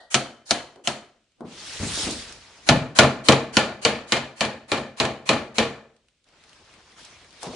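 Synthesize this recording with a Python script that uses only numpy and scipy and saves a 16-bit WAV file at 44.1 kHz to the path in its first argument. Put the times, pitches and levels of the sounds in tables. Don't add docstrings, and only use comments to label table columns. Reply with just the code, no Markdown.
import sys
import numpy as np
from scipy import signal
from scipy.fft import rfft, irfft, next_fast_len
from scipy.io import wavfile
from scipy.ndimage import uniform_filter1d

SR = 44100
rng = np.random.default_rng(int(sys.argv[2]) if len(sys.argv) > 2 else 0)


def wav_record(signal):
    frames = np.transpose(np.atleast_2d(signal))
    bounded = np.clip(frames, -1, 1)
    quanta = np.round(bounded * 32767).astype(np.int16)
    wavfile.write(sys.argv[1], SR, quanta)


def amplitude_ratio(level_db):
    exponent = np.asarray(level_db, float) / 20
    return 10 ** exponent


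N = 332955
GRID = np.fft.rfftfreq(8192, 1 / SR)


def unit(x):
    return x / np.sqrt(np.mean(x ** 2) + 1e-20)


def along(points, hz):
    f, v = np.transpose(points)
    return np.interp(np.log(hz + 1), np.log(f + 1), v)


def filtered(x, response):
    m = next_fast_len(x.shape[-1] + 8192)
    spectrum = rfft(x, m) * response(np.fft.rfftfreq(m, 1 / SR))
    return irfft(spectrum, m)[..., :x.shape[-1]]


def resonant(peaks):
    def response(f):
        total = 0
        for k, (centre, width, db) in enumerate(peaks):
            damping = 1j * f * width
            total = total + (-1) ** k * amplitude_ratio(db) * damping / (centre * centre - f * f + damping)
        return total
    return response


def part(burst, response, db):
    sound = filtered(burst, response)
    power = np.abs(response(GRID)) ** 2
    return amplitude_ratio(db) * sound / np.linalg.norm(sound), amplitude_ratio(2 * db) * power / power.mean()


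def spread(pair):
    # frequency_hz, correlation [0-1]
    likeness = [(20, 0.96), (60, .98), (250, 0.98), (600, 0.93), (1200, 0.81), (3000, 0.44), (6000, 0.25),
                (11000, 0.24)]
    turn = lambda hz: np.arccos(np.clip(along(likeness, hz), -1, 1)) / 2
    mid, side = filtered(pair, lambda hz: np.array([np.cos(turn(hz)), np.sin(turn(hz))]))
    return np.array([mid + side, mid - side])


def add(out, s, parts, wet_db):
    # frequency_hz, t60_s, tail_db
    room = [(60, .5, 3), (140, 0.47, -0.5), (255, 0.28, 8.5), (449, 0.46, 4.5), (809, 0.35, 3),
            (1470, .4, 1.5), (2830, 0.32, -4.5), (4500, 0.3, -1), (5200, 0.33, -9.5), (10100, 0.27, -3.5)]
    room_t60 = [row[:2] for row in room]
    room_db = [row[::2] for row in room]
    sound, power = (sum(p) for p in zip(*parts))
    hz, t, z = signal.stft(rng.standard_normal((2, SR * 3 // 4)), SR, nperseg=256)
    t60 = along(room_t60, hz)[:, None]
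    decay = np.hypot(amplitude_ratio(-60 * t / t60), amplitude_ratio(-6.5 - 60 * t / (1.42 * t60)))
    patches = uniform_filter1d(rng.standard_normal(z.shape[1:]), 14, 0)
    clatter_db = unit(uniform_filter1d(patches, 3, 1))
    tail = signal.istft(z * decay * amplitude_ratio(clatter_db), SR, nperseg=256)[1]
    onset = np.clip(np.arange(tail.shape[1]) / (0.0054 * SR), 0, 1)
    tail = spread(tail * onset)
    colour = lambda q: np.sqrt(np.interp(q, GRID, power)) * amplitude_ratio(along(room_db, q) + wet_db)
    wet = filtered(tail / np.linalg.norm(tail[0]), colour)
    wet[:, :sound.shape[-1]] += sound
    start = round(s * SR)
    out[:, start:start + wet.shape[1]] += wet[:, :N - start]


def earlier():
    # frequency_hz, width_hz, level_db
    left_over = [(690, 160, 1), (1890, 40, 7.5), (3000, 480, -7.5), (4200, 1800, -5.5)]
    out = np.zeros((2, N))
    power = part(np.ones(1), resonant(left_over), -17.5)[1]
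    add(out, 0, [(np.zeros(1), power)], 0)
    return out


def motion(lag_s):
    # start_s, swell_s, peak_db, fading_db_per_s
    moves = [(1.44, .29, -33, 40.5), (1.76, 0.26, -25, 59.5), (2.399, .23, -51.5, 118.5),
             (6.245, .03, -60, 7.5), (6.3, .25, -55.5, 38), (6.63, 0.105, -57.5, 48),
             (6.8, 0.11, -59.5, 17), (6.965, 0.027, -46.5, 36), (7.3, 0.1, -52.5, 90.5),
             (7.41, .022, -38.5, 250), (7.45, .015, -48.5, 45.5), (7.5, 0.065, -42.5, 50)]
    start, swell, db, fading = np.transpose(moves)[..., None]
    since = np.arange(N) / SR - lag_s - start
    fade = amplitude_ratio(db - fading * np.maximum(since - swell, 0))
    return np.sum(np.clip(since / swell, 0, 1) * fade, axis=0)


def air():
    # frequency_hz, density_db
    tone_colour = [(20, -5), (35, 0), (60, -3), (90, -8), (300, -7), (800, -21.5), (3000, -9),
                   (8500, -18.5), (11000, -36)]
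    tone = unit(filtered(rng.standard_normal((2, N)), lambda hz: amplitude_ratio(along(tone_colour, hz))))
    low = unit(filtered(rng.standard_normal((2, N)), lambda hz: resonant([(60, 90, 0)])(hz) ** 2))
    shuffle = amplitude_ratio(-20) * motion(lag_s=0.096) + amplitude_ratio(-77)
    return spread(amplitude_ratio(-72.5) * tone + shuffle * low)


def struck(blows, bounces, thud_db, room_db, room_per_db):
    rows = []
    for s, db, wood_db, face_hz in blows:
        rows.append((s, db, wood_db + thud_db, wood_db, face_hz, room_db + room_per_db * db))
    for s, db, wood_db in bounces:
        rows.append((s, db, wood_db, wood_db, 3080, -8.5))
    return rows


def hammer(blows, timber, modes, steel, ring_db):
    # frequency_hz, width_hz, level_db
    panel = [(88.7, 30, -11.5), (136, 6.7, 1.5), (218.5, 26, -0.5), (363, 72, -4.5)]
    # frequency_hz, level_db
    crack_colour = [(300, -13.5), (700, -2.5), (1500, -6), (3000, 0.5), (4500, -4), (6000, -5.5),
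                    (8500, -15.5), (10500, -18.5)]
    out, t = np.zeros((2, N)), np.arange(SR // 2) / SR
    hit = 1. * (t == 0)
    soft = lambda hz: resonant(panel)(hz) / (1 + 1j * hz / 300) ** 2
    for s, db, thud_db, knock_db, face_hz, wet_db in blows:
        noise = rng.standard_normal((3, 2, len(t)))
        crack_burst = spread(noise[0]) * amplitude_ratio(-60 * t / 0.057)
        crack = part(crack_burst, lambda hz: amplitude_ratio(along(crack_colour, hz)), db + 16)
        face, face_power = part(hit, resonant([(face_hz, 350, 0)]), db + 11)
        head = part(spread(noise[1]) * amplitude_ratio(-60 * t / 0.03), resonant(steel), db + 13)
        claw, _ = part(hit, resonant([(3060, 4.2, 0)]), db + ring_db)
        knock = part(noise[2, 0] * amplitude_ratio(-60 * t / 0.11), resonant(timber), db + knock_db + 19.0)
        landed = [(hz, w, level + rng.normal(0, 11.0)) for hz, w, level in modes]
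        ring, ring_power = part(np.roll(hit, 60), resonant(landed), db + 0.18 * knock_db + 9.5)
        thud = part(np.roll(hit, 90), soft, db + thud_db + 19.5)
        parts = [crack, (face, 0.25 * face_power), head, (claw, 0), knock, (ring, 0.45 * ring_power), thud]
        add(out, s, parts, wet_db)
    return out


def snaps():
    # start_s, peak_db, pitch_hz
    creases = [(0.7588, -42, 2800), (1.241, -62.5, 3005), (1.3194, -57, 3040), (1.407, -46, 3810),
               (2.11, -19, 7460), (2.2935, -30, 2740), (2.3243, -30, 4940), (2.3844, -48, 3230),
               (5.9644, -50.5, 3380), (6.0848, -49, 2780), (6.2424, -51, 4160), (6.2877, -48.5, 3940),
               (6.438, -41.5, 3010), (6.4936, -41, 3600), (6.5305, -40, 3420), (6.6488, -49, 3710),
               (6.739, -40, 3290), (6.9192, -43, 3980), (6.984, -48, 5550), (7.0499, -33, 5450),
               (7.2454, -41, 2560), (7.307, -39, 3840), (7.3272, -41, 3480), (7.431, -21.5, 7000)]
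    out, t = np.zeros((2, N)), np.arange(SR // 30) / SR
    for s, db, pitch_hz in creases:
        click = spread(rng.standard_normal((2, len(t)))) * amplitude_ratio(-60 * t / 0.022)
        crease = resonant([(pitch_hz, 0.8 * pitch_hz, 0)])
        add(out, s, [part(click, crease, db + 15.0)], -8)
    return out


def bumps():
    # start_s, peak_db, ring_hz, hardness_db
    contacts = [(0.76, -43, 384, 0.5), (1.407, -31, 273, -1), (1.439, -34.5, 170, -14), (1.8, -23, 94, -14),
                (1.828, -23, 136, -9), (1.975, -31.5, 330, 1), (2.031, -25.5, 77.8, -6),
                (2.069, -24.5, 225.4, 0), (7.248, -61, 1100, -7), (7.391, -55, 580, -12),
                (7.43, -30, 726, -1.5), (7.439, -34.5, 497, -7.5), (7.468, -31, 146, 2),
                (7.491, -41.5, 300, -8.5), (7.533, -36, 550, 1)]
    # start_s, peak_db
    slaps = [
        (2.708, -2.5),
        (3.013, -16.5),
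    ]
    out, t = np.zeros((2, N)), np.arange(8192) / SR
    boards = []
    for s, db, hz, hard_db in contacts:
        wet_db = 3 - 0.5 * np.log2(hz / 250)
        boards.append((s, db, hz, 0.45 * hz, hard_db, wet_db))
    for s, db in slaps:
        boards.append((s, db, 137, 22, -12.5, -2))
    soft = lambda hz: 1 / (1 + (1j * hz / 1300) ** 2 + 1.2j * hz / 1300) ** 2
    upper_modes = resonant([(450, 200, 0), (950, 700, -2)])
    for s, db, ring_hz, width_hz, hard_db, wet_db in boards:
        contact = rng.standard_normal(len(t)) * amplitude_ratio(-60 * t / .02)
        mode = resonant([(ring_hz, width_hz, 0)])
        board = part(1. * (t == 0), lambda hz: soft(hz) * mode(hz), db + 16.5)
        upper = part(contact, lambda hz: soft(hz) * upper_modes(hz), db + hard_db + 12.0)
        add(out, s, [board, upper], wet_db)
    return out


def rustle():
    # frequency_hz, density_db
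    sheet_colour = [(150, -13.5), (400, -9.5), (1000, -8), (2000, -6), (4000, -4), (5500, -5),
                    (8000, -11.5), (10500, -16)]
    level = motion(lag_s=0)
    happens = rng.random((2, N)) < 1500 / SR
    sizes = rng.standard_normal((2, N)) * amplitude_ratio(1.9 * rng.exponential(size=(2, N)))
    raw = rng.standard_normal((2, N)) + .45 * unit(happens * sizes)
    hz, t, z = signal.stft(raw, SR, nperseg=512)
    patches = uniform_filter1d(rng.standard_normal(z.shape[1:]), 10, 0)
    patchy_db = 1.8 * unit(uniform_filter1d(patches, 5, 1))
    speed_db = 20 * np.log10(np.interp(t, np.arange(N) / SR, level) + 1e-3)
    tilt_db = 0.23 * (speed_db + 35) * np.log2((hz[:, None] + 300) / 4000)
    z = z * amplitude_ratio(patchy_db + tilt_db + along(sheet_colour, hz)[:, None])
    return level * unit(spread(signal.istft(z, SR, nperseg=512)[1][:, :N]))


def scene():
    # start_s, crack_db, wood_over_crack_db, face_hz
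    taps = [
        (0.1434, -1.5, -16.5, 3156),
        (0.5087, -3.5, -16.5, 4210),
        (0.8739, -8.5, -14.5, 3000),
    ]
    # start_s, crack_db, wood_over_crack_db, face_hz
    cross_blows = [(2.6892, 0, -8, 4100), (2.9882, 6.5, -9.5, 4030), (3.2859, 2.5, -7, 4100),
                   (3.5688, -1, -10.5, 4500), (3.8501, -3, -11, 4400), (4.1215, -5, -12.5, 4100),
                   (4.4079, -9, -11.5, 4310), (4.7174, -11.5, -8, 4120), (5.0004, -7.5, -8.5, 4060),
                   (5.2909, -5, -6.5, 4200), (5.5832, -6, -9.5, 4040)]
    # start_s, crack_db, wood_over_crack_db
    bounces = [(0.1512, -10, -8), (0.1982, -33, -5), (3.0327, -15, 8), (3.322, -5, -7.5),
               (3.614, -28.5, -3), (4.1677, -17, -9), (4.4501, -19.5, -2.5), (4.7765, -26, 1),
               (5.0519, -17.5, -3), (5.3318, -18.5, -6), (5.628, -24, -6.5)]
    # frequency_hz, width_hz, level_db
    brace = [(343, 48, -4.5), (431, 36, -8), (510, 60, -6), (696, 78, -0.5), (1000, 85, -18),
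             (1260, 120, -21.5)]
    # frequency_hz, width_hz, level_db
    brace_modes = [(249, 18, -5), (423, 20, -12), (700, 24, -2.5), (1310, 28, -3), (1680, 34, -4),
                   (1916, 20, -9), (2400, 37, 2), (3000, 35, -4.5), (4200, 40, -9)]
    # frequency_hz, width_hz, level_db
    steel_brace = [(1660, 54, 1.5), (2220, 50, 2), (3040, 99, 10), (4210, 120, 16.5), (6200, 2100, 11.5)]
    # frequency_hz, width_hz, level_db
    cross_piece = [(450, 37, -2), (531.7, 25, 2.5), (647, 67, 2), (836.4, 32, 3), (1076, 240, -5.5),
                   (1404, 30, -8)]
    # frequency_hz, width_hz, level_db
    frame_modes = [(464, 15, -1.5), (484, 14, -9.5), (670, 19, -6.5), (791, 24, 1.5), (1200, 15, -6),
                   (1433, 26, -3.5), (1435, 11, -7.5), (1627, 31, -10), (1817, 60, -0.5), (2140, 28, -2.5),
                   (2360, 20, -6.5), (2440, 30, -9.5), (3160, 16, -7.5)]
    # frequency_hz, width_hz, level_db
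    steel_cross = [(1743, 60, -1), (2397, 140, 1.5), (3010, 160, -1), (4360, 710, -15.5), (7000, 420, -11)]
    brace_rows = struck(taps, bounces[:2], thud_db=-4, room_db=-6.5, room_per_db=-0.41)
    cross_rows = struck(cross_blows, bounces[2:], thud_db=-3.5, room_db=-2.5, room_per_db=-0.48)
    on_brace = hammer(brace_rows, brace, brace_modes, steel_brace, ring_db=-8.0)
    on_cross = hammer(cross_rows, cross_piece, frame_modes, steel_cross, ring_db=-25.5)
    return earlier() + air() + on_brace + on_cross + snaps() + bumps() + rustle()


def smear(x):
    # frequency_hz, level_db
    rounding = [(300, -18.5), (1500, -12), (4000, -16.5), (10000, -1.5)]
    frame_s, first_s = .064, .005
    n = round(frame_s * SR)
    starts = np.round(np.arange(first_s, N / SR, frame_s / 2) * SR).astype(int)
    index = starts[:, None] + np.arange(n)
    window = np.sin(np.pi * (np.arange(n) + .5) / n)
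    z = rfft(np.pad(x, ((0, 0), (0, n)))[:, index] * window)
    shape = np.sqrt(np.abs(uniform_filter1d(np.abs(z) ** 2, size=20, axis=2)))
    gain = amplitude_ratio(along(rounding, np.fft.rfftfreq(n, 1 / SR)))
    phase = np.exp(2j * np.pi * rng.random(z.shape))
    noise = irfft(gain * shape * phase, n) * window
    return x + np.array([np.bincount(index.ravel(), c.ravel())[:N] for c in noise])


def roll_off(x):
    return signal.sosfilt(signal.butter(12, 11700, fs=SR, output="sos"), x)


def record(dry):
    # frequency_hz, left_minus_right_db
    imbalance = [(60, 1.5), (500, 1), (2000, 1.5), (4000, 1), (9000, -2)]
    halves = np.array([[.5], [-.5]])
    bass_cut = lambda hz: (1j * hz / (1j * hz + 31)) ** 2
    x = filtered(dry, lambda hz: amplitude_ratio(along(imbalance, hz) * halves) * bass_cut(hz))
    x = x / (1 + np.abs(x / 0.98) ** 6) ** (1 / 6)
    x = filtered(smear(x), lambda hz: 1 / (1 + (hz / 10400) ** 80))
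    return roll_off(np.clip(x, -1, 1))


dry = scene()
out = record(dry)
wav_record(out)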